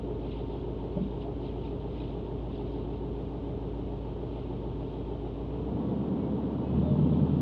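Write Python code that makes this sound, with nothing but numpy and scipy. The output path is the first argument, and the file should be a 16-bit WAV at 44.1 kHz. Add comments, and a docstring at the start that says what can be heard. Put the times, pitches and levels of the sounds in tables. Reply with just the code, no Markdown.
"""A fishing boat's eight-cylinder engine lopes at low speed on calm water, heard from the stern.
The wake splashes, and about a second in the exhaust glugs once as large bubbles ring.
From 5.3 s the throttle opens in two steps: the firings quicken, the exhaust drones and its gas
burbles loudly through the churning water. Brief tones ring as the boat gathers way,
and the throttle eases slightly at the very end."""
import sys
import numpy as np
from scipy import signal
from scipy.fft import rfft, irfft, next_fast_len
from scipy.io import wavfile

SR = 44100
rng = np.random.default_rng(int(sys.argv[2]) if len(sys.argv) > 2 else 0)


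def to_wav(s):
    """Save 16-bit WAV."""
    ch = np.atleast_2d(s).T  # columns
    pcm = np.round(np.clip(ch, -1, 1) * 32767)  # PCM
    wavfile.write(sys.argv[1], SR, pcm.astype(np.int16))


N = 326781
TIME_S = np.arange(N) / SR


def amp(db):
    """Decibels to gain."""
    return 10 ** (np.asarray(db) / 20)


def unit_rms(x):
    """Scales to rms 1."""
    return x / np.sqrt(np.mean(x ** 2) + 1e-20)


def colour(x, spectrum, resonances=()):
    """Filters by a smooth spectrum with resonances on top; rms 1."""
    size = next_fast_len(N + SR // 4)
    hz = np.fft.rfftfreq(size, 1 / SR)
    freq_hz, gain_db = np.transpose(spectrum)
    db = np.interp(np.log(hz + 1), np.log(freq_hz), gain_db)
    for centre_hz, width_hz, lift_db in resonances:
        db += lift_db / (1 + (2 * (hz - centre_hz) / width_hz) ** 2)
    return unit_rms(irfft(rfft(x, size) * amp(db), size)[:N])


def wander(rate_hz):
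    """Smooth random drift up to rate_hz; rms 1."""
    count = 2048
    hz = np.fft.rfftfreq(count, TIME_S[-1] / count)
    slow = irfft(rfft(rng.standard_normal(count)) / (1 + (hz / rate_hz) ** 4))
    return np.interp(TIME_S, np.linspace(0, TIME_S[-1], count), unit_rms(slow))


def cyclic_noise(cycle, rough):
    """A random pattern that repeats every engine cycle, plus fresh noise."""
    size = 8192
    pattern = irfft(np.exp(2j * np.pi * rng.random(size // 2 + 1)))
    looped = np.interp(cycle % 1 * size, np.arange(size), pattern)
    return unit_rms(looped) + rough * rng.standard_normal(N)


def lagged(x, lag_s):
    """First-order lag."""
    pole = np.exp(-1 / (lag_s * SR))
    return signal.lfilter([1 - pole], [1, -pole], x)


def load_gain(load, idle_db, half_db, full_db):
    """Gain between idle, half and full load."""
    return amp(np.interp(load, [0, .5, 1], [idle_db, half_db, full_db]))


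# freq_hz, gain_db
WASH_SPECTRUM = [(20, -21.5), (45, -8), (70, -1.5), (150, -3), (300, -3), (600, -6.5), (1100, -21),
                 (1800, -35.5), (3000, -30), (6000, -48.5), (12000, -66.5)]

def wash(level_db=-47):
    """The wake runs along the hull as a low, steady noise."""
    return amp(level_db) * colour(rng.standard_normal(N), WASH_SPECTRUM)


def droplets(rate_per_s=2000, low_hz=2010, high_hz=5000, decay_cycles=13, spread_db=3, sizes=28):
    """A crowd of tiny bubbles, each ringing for a few cycles."""
    age_s, out = np.arange(1024) / SR, np.zeros(N)
    for hz in np.geomspace(low_hz, high_hz, sizes):
        pops = rng.random(N) < rate_per_s / sizes / SR
        strength = amp(spread_db * np.minimum(rng.exponential(1, N), 3))
        ring = np.exp(-age_s * hz / decay_cycles) * np.sin(2 * np.pi * hz * age_s)
        out += signal.oaconvolve(pops * strength, ring)[:N]
    return unit_rms(out)


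# freq_hz, gain_db
FOAM_SPECTRUM = [(800, -19), (1800, -11.5), (2500, -3), (3100, 3.5), (3800, -1), (4500, -12), (5400, -22.5),
                 (8000, -31), (12000, -42.5)]

def foam(drops, load, swell_db=.5):
    """Spray and foam fizz, louder above half load."""
    fizz = colour(.33 * drops + .9 * rng.standard_normal(N), FOAM_SPECTRUM)
    return load_gain(load, -65.5, -65.5, -62) * amp(swell_db * wander(5.8)) * fizz


# freq_hz, gain_db
SPLASH_SPECTRUM = [(1000, -6), (2200, -8.5), (3000, -0.5), (3800, 2), (4500, -9), (5400, -7), (9000, -14.5)]
# centre_s, level_db, half_length_s
WAKE_SPLASHES = [(0.337, -61.5, 0.055), (.54, -70, .07), (1.018, -70, .07), (1.224, -61.5, .01),
                 (1.468, -62, 0.03), (1.655, -66, 0.04), (2.018, -64.5, 0.076), (2.573, -66, .05),
                 (2.73, -65.5, .06), (2.947, -70, .024), (4.383, -70, .045), (4.893, -70, 0.075)]

def splashes(drops):
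    """Each splash in the wake throws up a cloud of droplets."""
    power = np.zeros(N)
    for centre_s, level_db, half_length_s in WAKE_SPLASHES:
        power += amp(level_db) ** 2 * np.exp(-((TIME_S - centre_s) / half_length_s) ** 2)
    return np.sqrt(power) * colour(drops, SPLASH_SPECTRUM)


# centre_s, peak_db, pitch_hz, half_length_s, glide_share_per_s
RING_TONES = [(6.22, -67, 2220, .05, 0), (6.25, -39, 270, .12, 0), (6.69, -65, 2562, .05, 0),
              (6.79, -24, 197, .03, 0), (6.895, -36, 607, .05, -.05), (6.89, -62, 3580, .07, -.7)]

def rings(jitter_rad=.5):
    """Short, slightly ragged tones swell and fade."""
    out = np.zeros(N)
    for centre_s, peak_db, pitch_hz, half_length_s, glide in RING_TONES:
        offset_s = TIME_S - centre_s
        envelope = amp(peak_db) * np.exp(-(offset_s / half_length_s) ** 2)
        turns = pitch_hz * offset_s * (1 + glide * offset_s / 2)
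        out += envelope * np.sin(2 * np.pi * turns + jitter_rad * wander(pitch_hz / 20))
    return out


# start_s, peak_db, pitch_hz, t60_s
BUBBLES = [(.317, -56.5, 3980, .03), (0.965, -20, 160, 0.066), (.968, -31, 578, .11),
           (1.001, -22.5, 195, .24), (1.245, -40.5, 678, 0.25), (1.676, -55, 2450, .04),
           (2, -53.5, 2500, 0.07), (2.001, -51, 3850, .04), (2.939, -55, 2690, .045)]

def glugs(wobble_rad=.77, rise_share=.053, climb_per_t60=.027):
    """Single bubbles ring, wobble and rise in pitch as they near the surface."""
    out = np.zeros(N)
    for start_s, peak_db, pitch_hz, t60_s in BUBBLES:
        age_s = np.maximum(TIME_S - start_s, 0)
        rise_s = rise_share * t60_s
        attack = np.minimum(age_s / rise_s, 1)
        decay = amp(-60 * np.maximum(age_s - rise_s, 0) / t60_s)
        turns = pitch_hz * age_s * (1 + climb_per_t60 * age_s / t60_s / 2)
        out += amp(peak_db) * attack * decay * np.sin(2 * np.pi * turns + wobble_rad * wander(60))
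    return out


# cycle_order, base_db
BELT_TONES = [(53.2, -50.5), (60.35, -48.5), (64, -58.5), (134.1, -63.5)]
# time_s, gain_db
BELT_GAIN = [(.6, 3), (2.2, 0), (3.1, 2), (3.9, -3.5), (5.2, 0.5), (6.8, -6)]

def belt_whine(cycle, waver=.5, slip_rad=.29):
    """Pump and alternator sing at fixed ratios of engine speed; their belt slips a little."""
    out = np.zeros(N)
    for order, base_db in BELT_TONES:
        angle = 2 * np.pi * (order * cycle + rng.random()) + slip_rad * wander(9.7)
        out += amp(base_db) * (1 + waver * wander(16)) * np.sin(angle)
    gain_db = np.interp(TIME_S, *np.transpose(BELT_GAIN))
    return np.sqrt(2) * amp(gain_db) * out


# freq_hz, gain_db
CHUFF_SPECTRUM = [(200, -18), (285, 13.5), (345, 1), (450, -22), (570, -9), (690, -8), (800, -1), (935, 1),
                  (1000, -16), (1200, -29.5), (3000, -62)]

def chuff(cycle, base_db=-49, peak_phase=.63):
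    """One side of the engine blows harder: a hollow swell once a cycle."""
    swell = 1 + .72 * np.cos(2 * np.pi * (cycle - peak_phase))
    return amp(base_db) * colour(swell * cyclic_noise(cycle, rough=1.1), CHUFF_SPECTRUM)


# freq_hz, gain_db
HOUSING_SPECTRUM = [(100, -37.5), (185, -4.5), (240, -6.5), (285, 2), (335, -5.5), (420, -3), (520, -13),
                    (660, -13.5), (770, -19.5), (900, -23.5), (1050, -23.5), (1500, -35.5), (2200, -42.5),
                    (5000, -79.5)]
# centre_hz, width_hz, lift_db
PANEL_MODES = [(342, 14, -1), (444.3, 10, 4), (900, 40, 5.5)]

def block(cycle, lope, base_db=-40, lope_depth=.64):
    """Pistons and valves clatter through the housing and its panels, louder on strong cylinders."""
    clatter = lope ** lope_depth * cyclic_noise(cycle, rough=.9)
    return amp(base_db) * colour(clatter, HOUSING_SPECTRUM, PANEL_MODES)


# freq_hz, gain_db
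BURBLE_SPECTRUM = [(25, -48), (50, -32.5), (75, -7), (105, -13.5), (140, -2), (200, 5), (280, -0.5),
                   (350, -8.5), (480, -15.5), (600, -23.5), (1000, -25), (1600, -44), (4000, -90)]

def burble(cycle, firings, lope, load, decay_firings=.66, steady=.43, churn_db=1, lope_depth=.63):
    """Every firing blows a puff of gas that breaks up in the water."""
    puffs = steady + np.exp(-(firings % 1) / decay_firings)
    flow = lope ** lope_depth * puffs * amp(churn_db * wander(23))
    gas = colour(flow * cyclic_noise(cycle, rough=.75), BURBLE_SPECTRUM)
    return load_gain(load, -53, -34, -31) * gas


# firing_hz, gain_db
HUM_GAIN = [(54, -1), (61, 0.5), (68, -13), (73.5, 6), (78, -12.5)]
# cycle_order, hum_base_db, drone_base_db
EXHAUST_TONES = [(5, -78, -54), (8, -40, -37.5), (9, -53, -51), (10, -54, -53), (11, -52, -48),
                 (12, -54, -49), (13, -61, -40.5), (14, -58, -35.5), (15, -62, -32), (16, -51, -36.5),
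                 (17, -56, -40), (18, -49, -37), (19, -48, -41), (20, -65, -45), (21, -50, -38.5),
                 (22, -60, -46), (23, -57, -51), (24, -57, -47), (25, -60, -42), (26, -60, -46),
                 (27, -56, -46), (28, -63, -53)]

def exhaust(cycle, firing_hz, load, hum_waver=.17, drone_waver=.27):
    """Unequal cylinders put tones on multiples of the cycle rate; water at the outlet shakes them."""
    hum_gain = amp(np.interp(firing_hz, *np.transpose(HUM_GAIN)))  # peaks at the pipe's resonance
    drone_gain = load_gain(load, -30, -13, 0)
    out = np.zeros(N)
    for order, hum_base_db, drone_base_db in EXHAUST_TONES:
        hum, drone = amp(hum_base_db) * hum_gain, amp(drone_base_db) * drone_gain
        shake = (hum_waver * hum + drone_waver * drone) * (.5 if order <= 8 else 1)
        angle = 2 * np.pi * (order * cycle + rng.random())
        out += (hum + drone + shake * wander(5.4)) * np.cos(angle)
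        out += shake * wander(5.3) * np.sin(angle)
    return np.sqrt(2) * out


# start_s, length_s, change_share
LEVER_MOVES = [(5.27, .51, .58), (6.55, .23, .42), (7.2, .2, -.07)]

def lever():
    """Throttle opening, 0 at idle and 1 at full; each move starts gently."""
    return sum(change * np.clip((TIME_S - start_s) / length_s, 0, 1) ** 2
               for start_s, length_s, change in LEVER_MOVES)


# strength_db, in firing order
CYLINDER_DB = [1.5, -3.5, 1, 2, -2, 1, 2, -1.5]

def crankshaft(throttle, idle_hz=54.28, full_hz=78.3, inertia_s=.08):
    """The firing rate lags the lever; strong and weak cylinders make the engine lope."""
    cylinders = len(CYLINDER_DB)
    firing_hz = idle_hz + (full_hz - idle_hz) * lagged(throttle, inertia_s)
    firings = np.cumsum(firing_hz) / SR + .012 * wander(4)
    lope = amp(np.interp(firings, np.arange(cylinders), CYLINDER_DB, period=cylinders))
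    return firing_hz, firings, firings / cylinders, lope


def scene():
    """The throttle sets speed and load; one crankshaft times the engine's sounds over the wake."""
    throttle = lever()
    load = lagged(throttle, lag_s=.025)
    firing_hz, firings, cycle, lope = crankshaft(throttle)
    tones = exhaust(cycle, firing_hz, load) + belt_whine(cycle)
    clatter = load_gain(load, -.5, 3, 3.5) * (block(cycle, lope) + chuff(cycle))
    gas = burble(cycle, firings, lope, load)
    drops = droplets()
    wake = foam(drops, load) + wash() + splashes(drops)
    return (tones + clatter + gas + wake + glugs() + rings())[None]


def record(dry, cutoff_hz=12300):
    """Steep low-pass on the top treble."""
    taps = signal.firwin(511, cutoff_hz, window=("kaiser", 9), fs=SR)
    return signal.oaconvolve(dry, taps[None], "same", axes=1)


dry = scene()
out = record(dry)
to_wav(out)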